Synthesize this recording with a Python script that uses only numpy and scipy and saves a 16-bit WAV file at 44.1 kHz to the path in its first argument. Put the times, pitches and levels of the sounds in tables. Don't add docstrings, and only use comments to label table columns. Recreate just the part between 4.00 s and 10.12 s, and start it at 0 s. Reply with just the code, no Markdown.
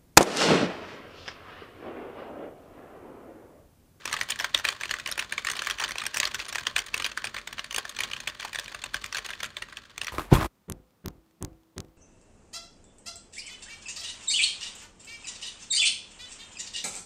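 import sys
import numpy as np
from scipy import signal
from scipy.fft import rfft, irfft, next_fast_len
from scipy.io import wavfile

SR = 44100
rng = np.random.default_rng(int(sys.argv[2]) if len(sys.argv) > 2 else 0)


def master_out(mix):
    frames = np.transpose(np.atleast_2d(mix))
    ceiling = np.clip(frames, -1, 1)
    pcm = np.round(ceiling * 32767).astype(np.int16)
    wavfile.write(sys.argv[1], SR, pcm)


N = 269892


def from_db(db):
    return 10 ** (np.asarray(db) / 20)


def rms_one(x):
    return x / np.sqrt(np.mean(x ** 2) + 1e-20)


def in_time(rows):
    s, value = np.transpose(rows)
    return np.interp(np.arange(N) / SR, s, value)


def ring(force, hz, t60):
    radius = from_db(-60 / (t60 * SR))
    turn = 2 * np.pi * hz / SR
    return signal.lfilter([0, np.sin(turn)], [1, -2 * radius * np.cos(turn), radius ** 2], force + 1e-18)


# f/Hz, relative density/dB per Hz
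ROOM_TONE = [(25, -11), (47, -3), (70, -2), (125, -6), (170, -1), (330, -4.5), (600, -5.5), (800, -23.5),
             (1300, -2.5), (3900, -19), (16000, -45)]
# t/s, RMS level/dB
ROOM_TONE_LEVEL = [(0, -57.5), (5.4, -59), (5.8, -59.5), (6.12, -65)]


def air():
    hz, db = np.transpose(ROOM_TONE)
    bins = np.maximum(np.arange(N // 2 + 1) * SR / N, 1)
    colour = from_db(np.interp(np.log(bins), np.log(hz), db))
    noise = irfft(rfft(rng.standard_normal(N)) * colour, N)
    return from_db(in_time(ROOM_TONE_LEVEL)) * rms_one(noise)


def brushes(per_s, last_s, spread_db):
    starts = (rng.random(N) < per_s / SR) * from_db(spread_db * rng.standard_normal(N))
    return rms_one(np.convolve(starts, np.hanning(int(2 * last_s * SR)), "same"))


def shaking(below_db, settle_s, travel_db, travel_s):
    s, level_db = np.transpose(CONTACTS)[:2]
    jolts = np.bincount(np.round(s * SR).astype(int), from_db(2 * level_db), N)
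    after = signal.lfilter([1], [1, -np.exp(-2 / (settle_s * SR))], jolts)
    before = signal.lfilter([1], [1, -np.exp(-2 / (travel_s * SR))], jolts[::-1])[::-1]
    return np.sqrt(from_db(-2 * below_db) * after + from_db(-2 * travel_db) * before)


# f/Hz, relative level/dB, t60/s
CASE_MODES = [(322, -7.5, 0.045), (413, -10, 0.048), (592.5, -14, 0.077), (1105, 0.5, 0.017),
              (1280, -16, 0.048), (1600, 1.5, 0.011), (1844, 4, 0.0084), (2000, -5.5, 0.0065),
              (2460, 2.5, 0.0076), (2844, -6, 0.0099), (3095, 4.5, 0.006), (3522, 2, 0.0083),
              (4190, 6, 0.0041), (4530, -4, 0.011)]
# f/Hz, relative level/dB, t60/s
STEM_MODES = [(5020, 8, 0.002), (6000, 2, 0.011), (6730, 8.5, 0.0022), (7680, -2, 0.0026),
              (8840, -0.5, 0.0087), (12080, -15.5, 0.021), (12300, -14.5, 0.0043), (13900, -12, .005),
              (15300, -11.5, 0.0057)]
# t/s, level/dB
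LOOSE_KEYS = [(0.0, -49), (1.3, -50), (2.1, -49), (3.5, -53.5), (5.3, -49.5), (5.6, -54.5), (5.92, -60.5),
              (6.12, -52)]


def rattle(per_s, spread_db, tick_db):
    sizes = from_db(spread_db * np.minimum(rng.exponential(1, N), 4))
    touches = sizes * (rng.random(N) < per_s / SR)
    loose_stems = [(hz, db + tick_db, min(t60, 0.003)) for hz, db, t60 in STEM_MODES]
    modes = list(CASE_MODES) + loose_stems
    drives = [from_db(db) * touches * rng.standard_normal(N) for hz, db, t60 in modes]
    brushed = 0.64 + 0.83 * brushes(per_s=35.0, last_s=0.0054, spread_db=3.0)
    shaken = shaking(below_db=10.5, settle_s=0.014, travel_db=5.5, travel_s=0.0027)
    level = from_db(in_time(LOOSE_KEYS)) * brushed + shaken
    steady = sum(ring(drive, hz, t60) for drive, (hz, db, t60) in zip(drives, modes))
    loudness = np.sqrt(np.mean(steady ** 2))
    return sum(ring(drive * level / loudness, hz, t60) for drive, (hz, db, t60) in zip(drives, modes))


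# f/Hz, relative level/dB, t60/s
DESK_MODES = [(47.8, 0.5, 0.17), (88.5, 0.5, 0.069), (129, -2, 0.091), (221, -2, 0.083)]


def desk(level_db):
    weight = shaking(below_db=-4.0, settle_s=0.019, travel_db=5.0, travel_s=0.024) ** 0.33
    push = weight * rng.standard_normal(N) * (rng.random(N) < 200 / SR)
    thuds = sum(ring(from_db(db) * push, hz, t60) for hz, db, t60 in DESK_MODES)
    return from_db(level_db) * rms_one(thuds)


PEAK_AT = 350
CONTACT_MS, FIRM_DB, SHORTER_PER_DB, LENGTH_SCATTER = 5.03, -29, .004, 0.25


def chatter(rise, fall, per_s):
    draws = rng.random((len(CONTACTS), 2, 3 * PEAK_AT))
    harder_db = np.array(CONTACTS)[:, 1:2] - FIRM_DB
    scatter = LENGTH_SCATTER * rng.standard_normal((len(CONTACTS), 1))
    stretch = np.exp(-SHORTER_PER_DB * harder_db + scatter)
    length_s = np.clip(CONTACT_MS / 1000 * stretch, .002, .014)
    t = np.arange(-PEAK_AT, 2 * PEAK_AT) / SR / length_s
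    swell = np.exp(-np.where(t < 0, (t / rise) ** 2, np.abs(t / fall) ** 0.99))
    height = draws[:, 1] - .5
    clicks = (draws[:, 0] < per_s / SR) * (height + 0.31 * np.sign(height))
    return clicks * swell


STRENGTH_SCATTER_DB = 2.5
KEY_DETUNE = .05
LEVEL_OVER_S = .008
FORCE_LEADS_S = .001


def struck(modes, force, level_db, lean_db):
    draws = rng.standard_normal((3, len(modes), len(CONTACTS), 1))
    t, size = np.arange(3 * PEAK_AT) / SR, 6 * PEAK_AT
    lean_db = np.broadcast_to(lean_db, (len(CONTACTS), len(modes))).T[:, :, None]
    body = 0
    for (hz, db, t60), lean, sign, strength, tune in zip(modes, lean_db, *draws):
        decay = from_db(db + lean + STRENGTH_SCATTER_DB * strength - 60 * t / t60)
        body = body + np.sign(sign) * decay * np.sin(2 * np.pi * hz * (1 + KEY_DETUNE * tune) * t)
    fade = np.hanning(2 * len(t))[len(t):]
    rings = irfft(rfft(force, size) * rfft(body * fade, size), size)
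    energy = np.sum(rings ** 2, axis=1)
    rings = rings * (from_db(level_db) * np.sqrt(LEVEL_OVER_S * SR / energy))[:, None]
    peak = np.round((np.array(CONTACTS)[:, :1] - FORCE_LEADS_S) * SR).astype(int)
    at = peak + np.arange(size) - PEAK_AT
    return np.bincount(at.ravel(), rings.ravel(), N)[:N]


# t/s, knock level/dB over 8 ms at the key, centre of the knock f/Hz, tick against knock level/dB
CONTACTS = [(0.057, -30, 2000, -3.5), (0.078, -33, 2580, -9), (0.098, -41, 2100, -6),
            (0.115, -38, 2210, -7), (0.13, -28, 1950, -3.5), (0.141, -26.5, 1860, -9),
            (0.167, -30.5, 2050, -12), (0.191, -37.5, 2310, -12), (0.205, -43, 1940, -2),
            (0.214, -23.5, 2400, -9.5), (0.234, -43, 2410, 1), (0.29, -38, 2540, -7), (0.3, -35, 2820, -17),
            (0.306, -28.5, 2510, 1.5), (0.322, -29, 2510, -19), (0.36, -41, 2260, -5),
            (0.392, -35.5, 2510, -4), (0.401, -27, 2060, -8), (0.41, -32, 1760, -4), (0.425, -41, 1930, -6),
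            (0.446, -23.5, 2440, -8.5), (0.548, -16.5, 2300, -11.5), (0.562, -45, 2100, -10),
            (0.578, -36.5, 2010, -0.5), (0.59, -38.5, 2160, -1), (0.599, -35, 2400, -8),
            (0.647, -31, 2300, -15), (0.653, -21, 2130, -14), (0.672, -35, 2030, -9),
            (0.681, -31.5, 2060, -11), (0.689, -22, 2470, -10), (0.705, -37, 2340, -5),
            (0.812, -32.5, 1620, -9), (0.836, -29, 2000, -10), (0.857, -37, 2150, -8),
            (0.895, -35, 2170, -9.5), (0.913, -25, 2760, -12), (0.941, -27, 1630, -11.5),
            (0.988, -39.5, 1990, -7), (1.0, -35.5, 2500, -8.5), (1.062, -30.5, 2260, -12),
            (1.076, -33.5, 2460, -3.5), (1.087, -39, 2360, -14), (1.092, -35, 2240, -11),
            (1.102, -44, 2840, -4), (1.116, -37, 2120, 5), (1.125, -33.5, 2770, -1.5),
            (1.18, -30, 2140, -7.5), (1.196, -24.5, 2570, -8), (1.226, -34, 1860, -14),
            (1.325, -26.5, 1830, -9.5), (1.381, -25.5, 2090, -13.5), (1.45, -30, 2280, -5.5),
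            (1.471, -25, 1950, -10), (1.488, -28, 1980, -11), (1.502, -29.5, 2430, -3),
            (1.517, -36, 2480, 3.5), (1.536, -37, 1590, -7), (1.556, -37, 2870, -13),
            (1.569, -34.5, 2470, -5.5), (1.576, -40, 1610, -14), (1.594, -28.5, 3040, -16),
            (1.622, -29, 1990, -7.5), (1.64, -42, 2200, -6), (1.649, -41, 2810, -1),
            (1.664, -36.5, 2840, -6), (1.672, -26.5, 1870, -9), (1.688, -38, 1850, -14),
            (1.701, -29, 2260, -4.5), (1.711, -27.5, 2500, -7.5), (1.787, -35, 2270, -9),
            (1.801, -29.5, 2450, -6), (1.816, -33, 1380, -7), (1.825, -29.5, 1710, -11),
            (1.84, -25.5, 2470, -9), (1.847, -29.5, 2780, -12), (1.881, -38, 2740, -7),
            (1.891, -36, 1910, -5), (1.91, -33, 1930, -6), (1.92, -36, 2610, -6), (1.958, -33.5, 1750, -13),
            (1.985, -30, 2910, -5.5), (2.005, -36.5, 2830, -11), (2.019, -31, 1840, -11),
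            (2.039, -37, 1910, -5), (2.056, -34, 2060, -12), (2.067, -31, 2190, 2.5),
            (2.146, -31, 1840, -2.5), (2.163, -39.5, 1710, 2), (2.172, -29.5, 2310, 1.5),
            (2.183, -37, 2770, 2), (2.202, -21, 2950, -2.5), (2.233, -25.5, 2220, -14),
            (2.242, -37, 1830, -4), (2.255, -26, 3120, -7.5), (2.275, -32, 2180, -3.5),
            (2.347, -29, 1970, -3), (2.355, -35, 1920, -5), (2.394, -36, 2210, -8),
            (2.402, -31.5, 2620, -13), (2.416, -44, 2490, -7), (2.425, -42, 2160, -14),
            (2.455, -48, 2980, 4), (2.486, -41, 2220, -1), (2.492, -42.5, 2120, 4), (2.5, -43, 2680, -7),
            (2.529, -35, 2720, -1.5), (2.551, -34, 2040, -7), (2.558, -27, 1890, -6.5),
            (2.585, -29, 2550, -8.5), (2.597, -46, 2140, 0), (2.654, -43, 2530, -20), (2.67, -23, 2600, -9),
            (2.765, -20, 2000, -10.5), (2.784, -30.5, 2200, -1), (2.792, -28.5, 2500, -1.5),
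            (2.803, -43, 1920, 0), (2.866, -42.5, 2570, -2), (2.944, -24, 2670, -9), (2.968, -43, 2140, 1),
            (2.979, -35, 2760, -1.5), (3.001, -30, 1680, -13), (3.024, -32.5, 2320, -7),
            (3.046, -26, 3080, -13), (3.052, -29.5, 2600, -8), (3.065, -28, 2440, -5.5),
            (3.118, -38.5, 2530, -9), (3.177, -27, 1810, -11), (3.244, -29, 2280, -9.5),
            (3.253, -37.5, 2820, 0.5), (3.273, -33.5, 2520, -10), (3.346, -34.5, 1970, -9.5),
            (3.367, -32.5, 2060, -15), (3.381, -40, 2150, -19), (3.386, -36.5, 2220, -8.5),
            (3.476, -34.5, 2100, -5), (3.53, -36.5, 1830, -6.5), (3.584, -36.5, 2650, -20),
            (3.595, -30.5, 2600, -11.5), (3.645, -40, 2170, -4.5), (3.711, -35, 2420, -7),
            (3.728, -41, 2330, 2), (3.747, -30, 2020, -5), (3.764, -30.5, 2680, 0), (3.784, -26, 2580, -4),
            (3.854, -34.5, 1700, -11), (3.896, -38.5, 2940, 0.5), (3.967, -36.5, 2300, -6),
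            (3.991, -30, 2410, -7), (4.007, -26.5, 2100, -6.5), (4.037, -28, 2510, -6.5),
            (4.044, -38.5, 2260, -10), (4.116, -36.5, 2450, -9), (4.136, -29.5, 2650, -13),
            (4.167, -38, 2510, -9), (4.205, -36.5, 2780, -5), (4.277, -26.5, 2860, -10.5),
            (4.288, -40.5, 2520, -8), (4.3, -41, 2650, -9), (4.401, -39, 2200, -6), (4.409, -41, 2630, -5),
            (4.421, -42, 2390, -9), (4.429, -37, 1680, -22), (4.452, -32, 1740, -9.5),
            (4.533, -37.5, 2060, -3), (4.549, -33.5, 1800, -8), (4.559, -31, 2600, -8),
            (4.589, -30, 2430, -10), (4.598, -36.5, 2510, 0), (4.645, -49, 2380, 2.5),
            (4.682, -38.5, 2250, -11), (4.748, -34.5, 1810, -9), (4.821, -42.5, 2970, -5),
            (4.841, -32, 2630, -5), (4.945, -26, 2300, -9), (4.968, -38, 2180, -6),
            (5.043, -32.5, 2600, -6.5), (5.063, -42.5, 2300, 1), (5.128, -34, 2200, -3.5),
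            (5.149, -30.5, 2720, -7), (5.157, -33.5, 2220, -12), (5.172, -30, 2510, -5),
            (5.185, -34.5, 2150, -5), (5.264, -38, 2740, -2.5), (5.296, -41, 2530, -9),
            (5.306, -35, 2200, -10), (5.336, -36.5, 2180, -21), (5.406, -37, 2300, -6.5),
            (5.433, -29, 2420, -8), (5.444, -34, 2050, -9), (5.453, -40, 2770, -5), (5.461, -41, 2430, -5),
            (5.57, -32, 2300, -11.5), (5.624, -32, 1960, -11.5), (5.688, -46, 1930, -12),
            (5.728, -42, 1660, -15), (5.772, -36.5, 2280, -8), (5.856, -52, 2500, -9),
            (5.981, -35.5, 2520, -4), (6.017, -29.5, 2930, -9), (6.036, -44, 2850, 0),
            (6.047, -38, 2730, -3), (6.071, -33.5, 2560, -4), (6.083, -31, 1900, -25),
            (6.096, -44, 2180, -21)]


def keys():
    s, level_db, centre_hz, tick_db = np.transpose(CONTACTS)
    force = chatter(rise=0.32, fall=0.47, per_s=6000)
    octaves_off = np.clip(np.log2(np.array(CASE_MODES)[:, 0] / centre_hz[:, None]), -1, 1)
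    knock = struck(CASE_MODES, force, level_db, -14.0 * octaves_off ** 2)
    tick = struck(STEM_MODES, force, level_db + tick_db, 0)
    return knock + tick


ROOM_T60_S, WALL_CUT_HZ, ROOM_DB = 0.24, 3460, -21


def room(x):
    size = next_fast_len(N + SR)
    turn = np.exp(-2j * np.pi * np.arange(size // 2 + 1) / size)
    dull = np.exp(-2 * np.pi * WALL_CUT_HZ / SR)
    wall = (1 - dull) / (1 - dull * turn)
    echoes = 0
    for k, lag in enumerate((rng.uniform(.004, .02, 10) * SR).astype(int)):
        loop = from_db(-60 * lag / SR / ROOM_T60_S) * wall * turn ** lag
        echoes = echoes + (-1) ** k * loop / (1 - loop)
    return irfft(rfft(x, size) * echoes, size)[:N]


def scene():
    typing = keys() + rattle(per_s=3000, spread_db=2.5, tick_db=-4.5)
    thin = signal.sosfilt(signal.butter(2, 500, "high", fs=SR, output="sos"), typing)
    typing = from_db(-1.5) * thin + from_db(-13.5) * typing
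    return (typing + from_db(ROOM_DB) * room(typing) + desk(level_db=-54.5) + air())[None]


OVERLOAD_AT = .7
CUTOFF_HZ = 16600


def record(dry):
    dry = signal.sosfilt(signal.butter(4, 40, "high", fs=SR, output="sos"), dry)
    dry = OVERLOAD_AT * np.tanh(dry / OVERLOAD_AT)
    return signal.sosfilt(signal.cheby2(12, 60, CUTOFF_HZ, fs=SR, output="sos"), dry)


dry = scene()
out = record(dry)
master_out(out)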